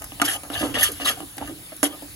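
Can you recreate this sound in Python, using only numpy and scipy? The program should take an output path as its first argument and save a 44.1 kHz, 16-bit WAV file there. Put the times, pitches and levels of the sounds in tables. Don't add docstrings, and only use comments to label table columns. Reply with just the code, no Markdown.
import sys
import numpy as np
from scipy import signal
from scipy.fft import rfft, irfft, next_fast_len
from scipy.io import wavfile
from scipy.ndimage import uniform_filter1d

SR = 44100
rng = np.random.default_rng(int(sys.argv[2]) if len(sys.argv) > 2 else 0)


def voltage_ratio(level):
    return 10 ** (np.asarray(level, float) / 20)


def output_pcm(signal):
    pcm = np.clip(np.atleast_2d(signal).T, -1, 1) * 32767
    wavfile.write(sys.argv[1], SR, np.round(pcm).astype(np.int16))


N = 94815


def evened(x):
    return x / np.sqrt(np.mean(x ** 2) + 1e-20)


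def read(points, hz):
    f, value = np.transpose(points)
    return np.interp(np.log(hz + 1), np.log(f + 1), value)


def band(x, lo_hz, hi_hz):
    sos = signal.butter(3, [lo_hz, min(hi_hz, 20000)], "band", fs=SR, output="sos")
    return signal.sosfilt(sos, x)


def resonate(x, hz, width_hz):
    pole = np.exp((2j * hz - width_hz) * np.pi / SR)
    return signal.lfilter([1], [1, -pole], x)


def chatter(per_s, spread_db, lump_s, lump_db):
    slips = rng.standard_normal(N)
    slips *= voltage_ratio(spread_db * np.minimum(rng.exponential(1, N), 4))
    slips *= rng.random(N) < per_s / SR
    lumps = evened(uniform_filter1d(rng.standard_normal(N), round(lump_s * SR) + 1))
    return evened(slips * voltage_ratio(lump_db * lumps))


# time in seconds, level in dB.
RUMBLE = [(0, -46), (.12, -49.5), (.25, -41.5), (.45, -56.5), (.55, -40.5), (.75, -36.5), (.85, -44.5),
          (0.949, -46.5), (1.3, -55.5), (1.45, -42.5), (1.65, -57), (2.15, -50.5)]


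def rumble():
    level = np.interp(np.arange(N) / SR, *np.transpose(RUMBLE))
    return voltage_ratio(level) * evened(band(rng.standard_normal((2, N)), 38, 127))


def fan():
    drone = resonate(rng.standard_normal((2, N)), 160, 4.7).real
    return voltage_ratio(-60) * evened(drone)


# frequency in Hz, level in dB per Hz.
SIZZLE = [(25, -7.5), (70, -5.5), (400, -20), (1800, -21.5), (3100, -18), (6300, -23.5), (9800, -14),
          (15500, -22.5)]


def sizzle():
    frames, hz = N // 256 + 5, np.fft.rfftfreq(1024, 1 / SR)
    a, b, c, d, patches = rng.standard_normal((frames, 513, 5)).T
    patches = evened(uniform_filter1d(uniform_filter1d(patches, 12, 0), 10, 1))
    color = voltage_ratio(read(SIZZLE, hz)[:, None] + 2.3 * patches)
    z = np.array([a + 1j * b, c + 1j * d]) * color
    hiss = evened(signal.istft(z, nperseg=1024, noverlap=768)[1][:, :N])

    pops = evened(band(chatter(900, 10.4, lump_s=0.011, lump_db=-3.0), 4500, 15000))
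    pops = np.array([pops, np.roll(pops, 40)])

    r, w = np.exp(-np.pi * 25 / SR), 2 * np.pi * MODES_PAN[0][0] / SR
    hum = signal.lfilter([1, -1], [1, -2 * r * np.cos(w), r * r], rng.standard_normal((2, N)))
    return voltage_ratio(-41) * hiss + voltage_ratio(-74) * pops + voltage_ratio(-60) * evened(hum)


# start in seconds, fade in seconds, low edge in Hz, high edge in Hz.
SNAPS = [
    (.043, .004, 5000, 16000),
    (.2164, .003, 600, 9000),
    (.918, .003, 9000, 13000),
    (1.381, .004, 700, 13000),
    (1.72, .012, 450, 2300),
    (1.765, .003, 8000, 13000),
    (1.83, .004, 450, 2300),
    (2.022, .01, 500, 1000),
]
SNAP_DB = [-39, -18, -24, -29.5, -40, -35, -15.5, -37.5]


def snaps():
    out, t = np.zeros((2, N)), np.arange(3000) / SR
    noises = rng.standard_normal((len(SNAPS), 2, 3000))
    for (s, fade_s, lo_hz, hi_hz), db, noise in zip(SNAPS, SNAP_DB, noises):
        puff = evened(band(noise, lo_hz, hi_hz)) * np.exp(-t / fade_s)
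        out[:, round(s * SR):][:, :3000] += voltage_ratio(db) * puff
    return out


# start in seconds, length in seconds, pitch in Hz.
CATCHES = [(.2164, .02, 750), (.2164, .006, 2130), (.2164, .008, 3330), (.251, .012, 5200),
           (.278, .006, 1800), (.288, .011, 1820), (.288, .009, 3100), (.335, .035, 3000),
           (.345, .022, 760), (.535, .02, 3650), (.549, .03, 2900), (.552, .022, 1700), (.59, .027, 1700),
           (.55, .05, 750), (.752, .035, 1800), (.81, .01, 3300), (.821, .004, 1900), (.829, .01, 1800),
           (.829, .007, 3200), (.844, .042, 3250), (.844, .016, 5100), (.844, .025, 1800),
           (1.053, .019, 3800), (1.078, .011, 2900), (1.088, .015, 3300), (1.075, .012, 1750),
           (1.091, .007, 1800), (1.058, .016, 1150), (1.476, .012, 1700), (1.72, .02, 620),
           (1.83, .012, 620), (1.83, .02, 5700), (1.838, .032, 3200), (1.87, .08, 3200),
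           (.2164, .007, 1420), (.2164, .007, 1190), (.83, .009, 11300), (.843, .005, 11000),
           (.821, .003, 11000), (1.093, .004, 11500), (.288, .006, 11000), (1.21, .03, 290),
           (1.38, .008, 800), (.625, .04, 540), (1.414, .02, 800), (1.17, .02, 750), (.888, .03, 450)]
CATCH_DB = [-26.5, -21.5, -48, -34, -32, -26.5, -26.5, -34.5, -35.5, -33, -31, -33, -38.5, -39.5, -30.5,
            -23, -22, -19.5, -23, -27.5, -41, -42, -28.5, -21, -24, -38, -27, -29, -43, -40.5, -23, -36,
            -30, -46, -15, -18, -17, -22, -24, -23, -27, -36, -35, -30, -32, -40, -37]


def catches():
    out, t = np.zeros((2, N)), np.arange(6000) / SR
    noises = rng.standard_normal((len(CATCHES), 6000))
    for (s, length_s, hz), db, slips in zip(CATCHES, CATCH_DB, noises):
        bite = 7.3 * (t == 0)
        grip = (slips + bite) * voltage_ratio(-5.5 * t / length_s) * (t < length_s)
        width_hz = 49.6 + 0.067 * hz
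        sing = resonate(resonate(grip, hz, width_hz), hz, 2 * width_hz)
        sing = voltage_ratio(db) * sing / np.sqrt(np.sum(abs(sing) ** 2) / (2 * length_s * SR))
        part = out[:, round(s * SR):][:, :6000]
        part += np.array([sing.real, sing.imag])[:, :part.shape[1]]
    return out


BOWL_HZ = 394
# frequency in Hz, level in dB, t60 in seconds.
MODES_PAN = [(292.2, 6.5, 0.2), (318.5, -2.5, 0.29), (599.5, -5, 0.13), (680, 3, 0.067), (768.3, -1, 0.13),
             (1232, -6, 0.11), (1415, -15.5, 0.052), (1764, -0.5, 0.017), (2890, 1, 0.046),
             (3269, -0.5, 0.11), (3860, -65, 0.062), (4900, -75, 0.0078), (8860, -20, 0.29),
             (10500, 11, 0.005)]
# frequency in Hz, level in dB per Hz.
SHEET = [(100, -41), (300, -12), (1500, -18.5), (2400, -18.5), (3200, -29.5), (5500, -15.5), (10800, -3.5),
         (15500, -26)]
# frequency in Hz, t60 in seconds.
SHEET_T60 = [(200, 0.4), (1500, 0.13), (10000, 0.041)]


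def pan_ring():
    t = np.arange(8192) / SR
    clear = 0
    for hz, db, t60 in MODES_PAN:
        local = hz > BOWL_HZ
        level = voltage_ratio(db + 5.0 * rng.uniform(-1.16, 1) * local - 60 * t / t60)
        pitch = hz * (1 + rng.uniform(-.025, .025) * local)
        phase = rng.random((2, 1)) * [[0], [1]]
        clear = clear + level * np.sin(2 * np.pi * (pitch * t + phase))
    hz, s, z = signal.stft(rng.standard_normal((2, 8192)), SR, nperseg=128)
    decay = voltage_ratio(read(SHEET, hz)[:, None] - 60 * s / read(SHEET_T60, hz)[:, None])
    crowd = signal.istft(z * decay, SR, nperseg=128)[1][:, :8192]
    ring = (clear + voltage_ratio(25.0) * crowd) * (1 + 1.44 * np.exp(-t / 0.00066))
    return ring / np.linalg.norm(ring[0])


def stroke(start, hardest, end, db):
    t, edge_db, release_s = np.arange(N) / SR, -6.5, .035
    level = np.interp(t, [start, hardest, end, end + release_s], [edge_db, 0, edge_db, edge_db - 54.0])
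    touching = (t >= start) * (t < end + release_s)
    return uniform_filter1d(voltage_ratio(db + level) * touching, size=150)


def strokes(slides, levels, column):
    return sum(stroke(*row, db[column]) for row, db in zip(slides, levels))


# start in seconds, soft thud in dB, clank in dB, edge tick in dB.
KNOCKS = [(0.02, -38.5, -31.5, -36), (0.042, -53, -32.5, -32.5), (0.12, -32, -34.5, -69),
          (0.199, -31, -21, -47), (0.2164, -8, -4.5, -22), (0.286, -54, -26, -52.5),
          (0.434, -33, -28.5, -40.5), (.501, -21.5, -26.5, -38), (0.609, -18, -30, -52),
          (0.743, -19, -19.5, -43), (0.81, -43, -22.5, -24), (0.92, -36, -43, -35), (1, -27.5, -26.5, -51),
          (1.204, -29, -33, -41), (1.369, -33.5, -63, -42), (1.381, -26.5, -27.5, -43),
          (1.413, -24.5, -36.5, -59), (1.475, -30, -31, -40.5), (1.495, -26.5, -31.5, -62),
          (1.72, -33.5, -41, -62), (1.765, -68, -64, -45), (1.83, -9, -10, -16), (1.84, -48, -23.5, -17),
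          (2.023, -28, -48, -46)]
# start, hardest moment and end, all in seconds.
DRAGS = [(0, .01, .05), (.25, .27, .39), (.43, .445, .47), (.50, .515, .59), (.605, .64, .70),
         (.74, .76, .82), (.875, .90, .92), (1.0, 1.028, 1.05), (1.05, 1.07, 1.12), (1.16, 1.225, 1.245),
         (1.39, 1.42, 1.455), (1.47, 1.505, 1.52), (1.85, 1.865, 1.96), (2.02, 2.04, 2.12)]
# bowl in dB, wall in dB.
DRAG_DB = [(-38.5, -36), (-39.5, -33.5), (-45.5, -33.5), (-46, -30.5), (-26, -24.5), (-27.5, -23.5),
           (-32, -31), (-24.5, -29), (-31, -25.5), (-35, -38.5), (-31, -32), (-31, -46), (-38, -35.5),
           (-47, -64)]
# start, hardest moment and end, all in seconds.
SCRAPES = [(.24, .255, .285), (.28, .31, .36), (.515, .55, .58), (.575, .60, .67), (.74, .755, .81),
           (.785, .835, .885), (1.0, 1.015, 1.045), (1.046, 1.056, 1.082), (1.072, 1.094, 1.118),
           (1.83, 1.838, 1.87), (1.40, 1.44, 1.51), (1.11, 1.13, 1.23), (.828, .833, .838), (.66, .70, .74),
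           (.89, .93, 1.0)]
# clank in dB, edge in dB.
SCRAPE_DB = [(-20, -25.5), (-27, -26), (-31, -34.5), (-27, -33), (-24.5, -36), (-22.5, -27.5), (-29.5, -41),
             (-20.5, -25), (-20, -28.5), (-25.5, -26.5), (-43.5, -56), (-42, -47.5), (-24, -14.5),
             (-37, -43), (-38.5, -38.5)]


def ladle():
    soft, clank, edge = np.zeros((3, N))
    touches = rng.standard_normal((len(KNOCKS), 400)) * np.exp(-np.arange(400) / SR / .0009)
    touches[:, 0] += 5
    for (s, soft_db, clank_db, edge_db), flurry in zip(KNOCKS, touches):
        at = round(s * SR)
        flurry = flurry / np.linalg.norm(flurry)
        soft[at] += voltage_ratio(soft_db + 23.5)
        clank[at:at + 400] += voltage_ratio(clank_db + 29.5) * flurry
        edge[at:at + 400] += voltage_ratio(edge_db + 29.5) * flurry

    lumps = voltage_ratio(2.0) * chatter(2500, 6.1, lump_s=0.0032, lump_db=2.0)
    bowl = lumps * strokes(DRAGS, DRAG_DB, 0)
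    wall = lumps * strokes(DRAGS, DRAG_DB, 1)

    slips = chatter(20000, 2.0, lump_s=.003, lump_db=2.0)
    hard = voltage_ratio(8.5) * slips * strokes(SCRAPES, SCRAPE_DB, 0)
    edge += voltage_ratio(4.5) * slips * strokes(SCRAPES, SCRAPE_DB, 1)

    push = band(soft, 251, 850) + band(clank, 685, 3270)
    push += band(bowl, 233.5, BOWL_HZ) + band(wall, BOWL_HZ, 1666)
    push += band(hard, 1450, 5000) + band(edge, 5000, 17000) + 0.089 * band(edge, 1900, 5000)

    spot = np.arange(N) / SR / .037
    out = np.zeros((2, N))
    for k in range(6):
        share = np.cos(np.pi / 2 * np.minimum(abs((spot - k + 3) % 6 - 3), 1))
        out += signal.fftconvolve((push * share)[None], pan_ring(), axes=1)[:, :N]
    return out


def scene():
    return ladle() + sizzle() + rumble() + fan() + catches() + snaps()


def drop_masked(pair):
    hz, _, z = signal.stft([pair[0] + pair[1], pair[0] - pair[1]], SR, nperseg=1024)
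    hz = hz[:512, None]
    power = (abs(z[:, :512]) ** 2).reshape(2, 64, 8, -1).sum(axis=2)
    power = uniform_filter1d(np.repeat(power, 8, axis=1), size=3, axis=2)
    weaker_db = -9 - 2 * (hz < 7000)
    keep = (power > voltage_ratio(2 * weaker_db) * power[::-1]) | (hz < 2200)
    keep &= (power > voltage_ratio(2 * -36.5) * power.sum(axis=(0, 1)) / 8) | (hz < 12800)
    z = z * np.pad(keep, ((0, 0), (0, 1), (0, 0)))
    mid, side = signal.istft(z, SR, nperseg=1024)[1][:, :N]
    return np.array([mid + side, mid - side]) / 2


# frequency in Hz, lead of the right port in radians.
LEAD = [(1600, 0), (2500, -3.1), (3400, -3.6), (3800, -6.3), (5400, -8), (8250, -3.14), (11050, 0),
        (15700, 5.6)]
# frequency in Hz, shared part from 0 to 1.
SAME = [(100, .85), (600, .8), (1000, .4), (2200, .55), (5800, .5), (8000, .86), (11000, .96), (15000, .95)]
# frequency in Hz, left over right in dB.
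TILT = [(60, -2), (300, -4), (1000, 0), (1700, -4), (3300, 3.5), (5500, 1), (8000, 0)]


def top_cut(x):
    return signal.sosfilt(signal.butter(12, 17160, fs=SR, output="sos"), x)


def record(dry):
    size, limit = next_fast_len(N + 4096), 1.1
    hz = np.fft.rfftfreq(size, 1 / SR)
    left, own = rfft(limit * np.tanh(dry / limit), size)
    same = np.clip(read(SAME, hz), 0, 1)
    turn = np.exp(1j * np.interp(hz, *np.transpose(LEAD)))
    right = same * left * turn + np.sqrt(1 - same ** 2) * own
    tilt = read(TILT, hz) / 2
    low_cut, high_cut = hz ** 2 / (hz ** 2 + 30 ** 2), 1 / (1 + (hz / 15950) ** 120)
    pair = np.array([left * voltage_ratio(tilt), right * voltage_ratio(-tilt)]) * low_cut * high_cut
    mix = drop_masked(irfft(pair, size)[:, :N])
    return top_cut(mix)


dry = scene()
out = record(dry)
output_pcm(out)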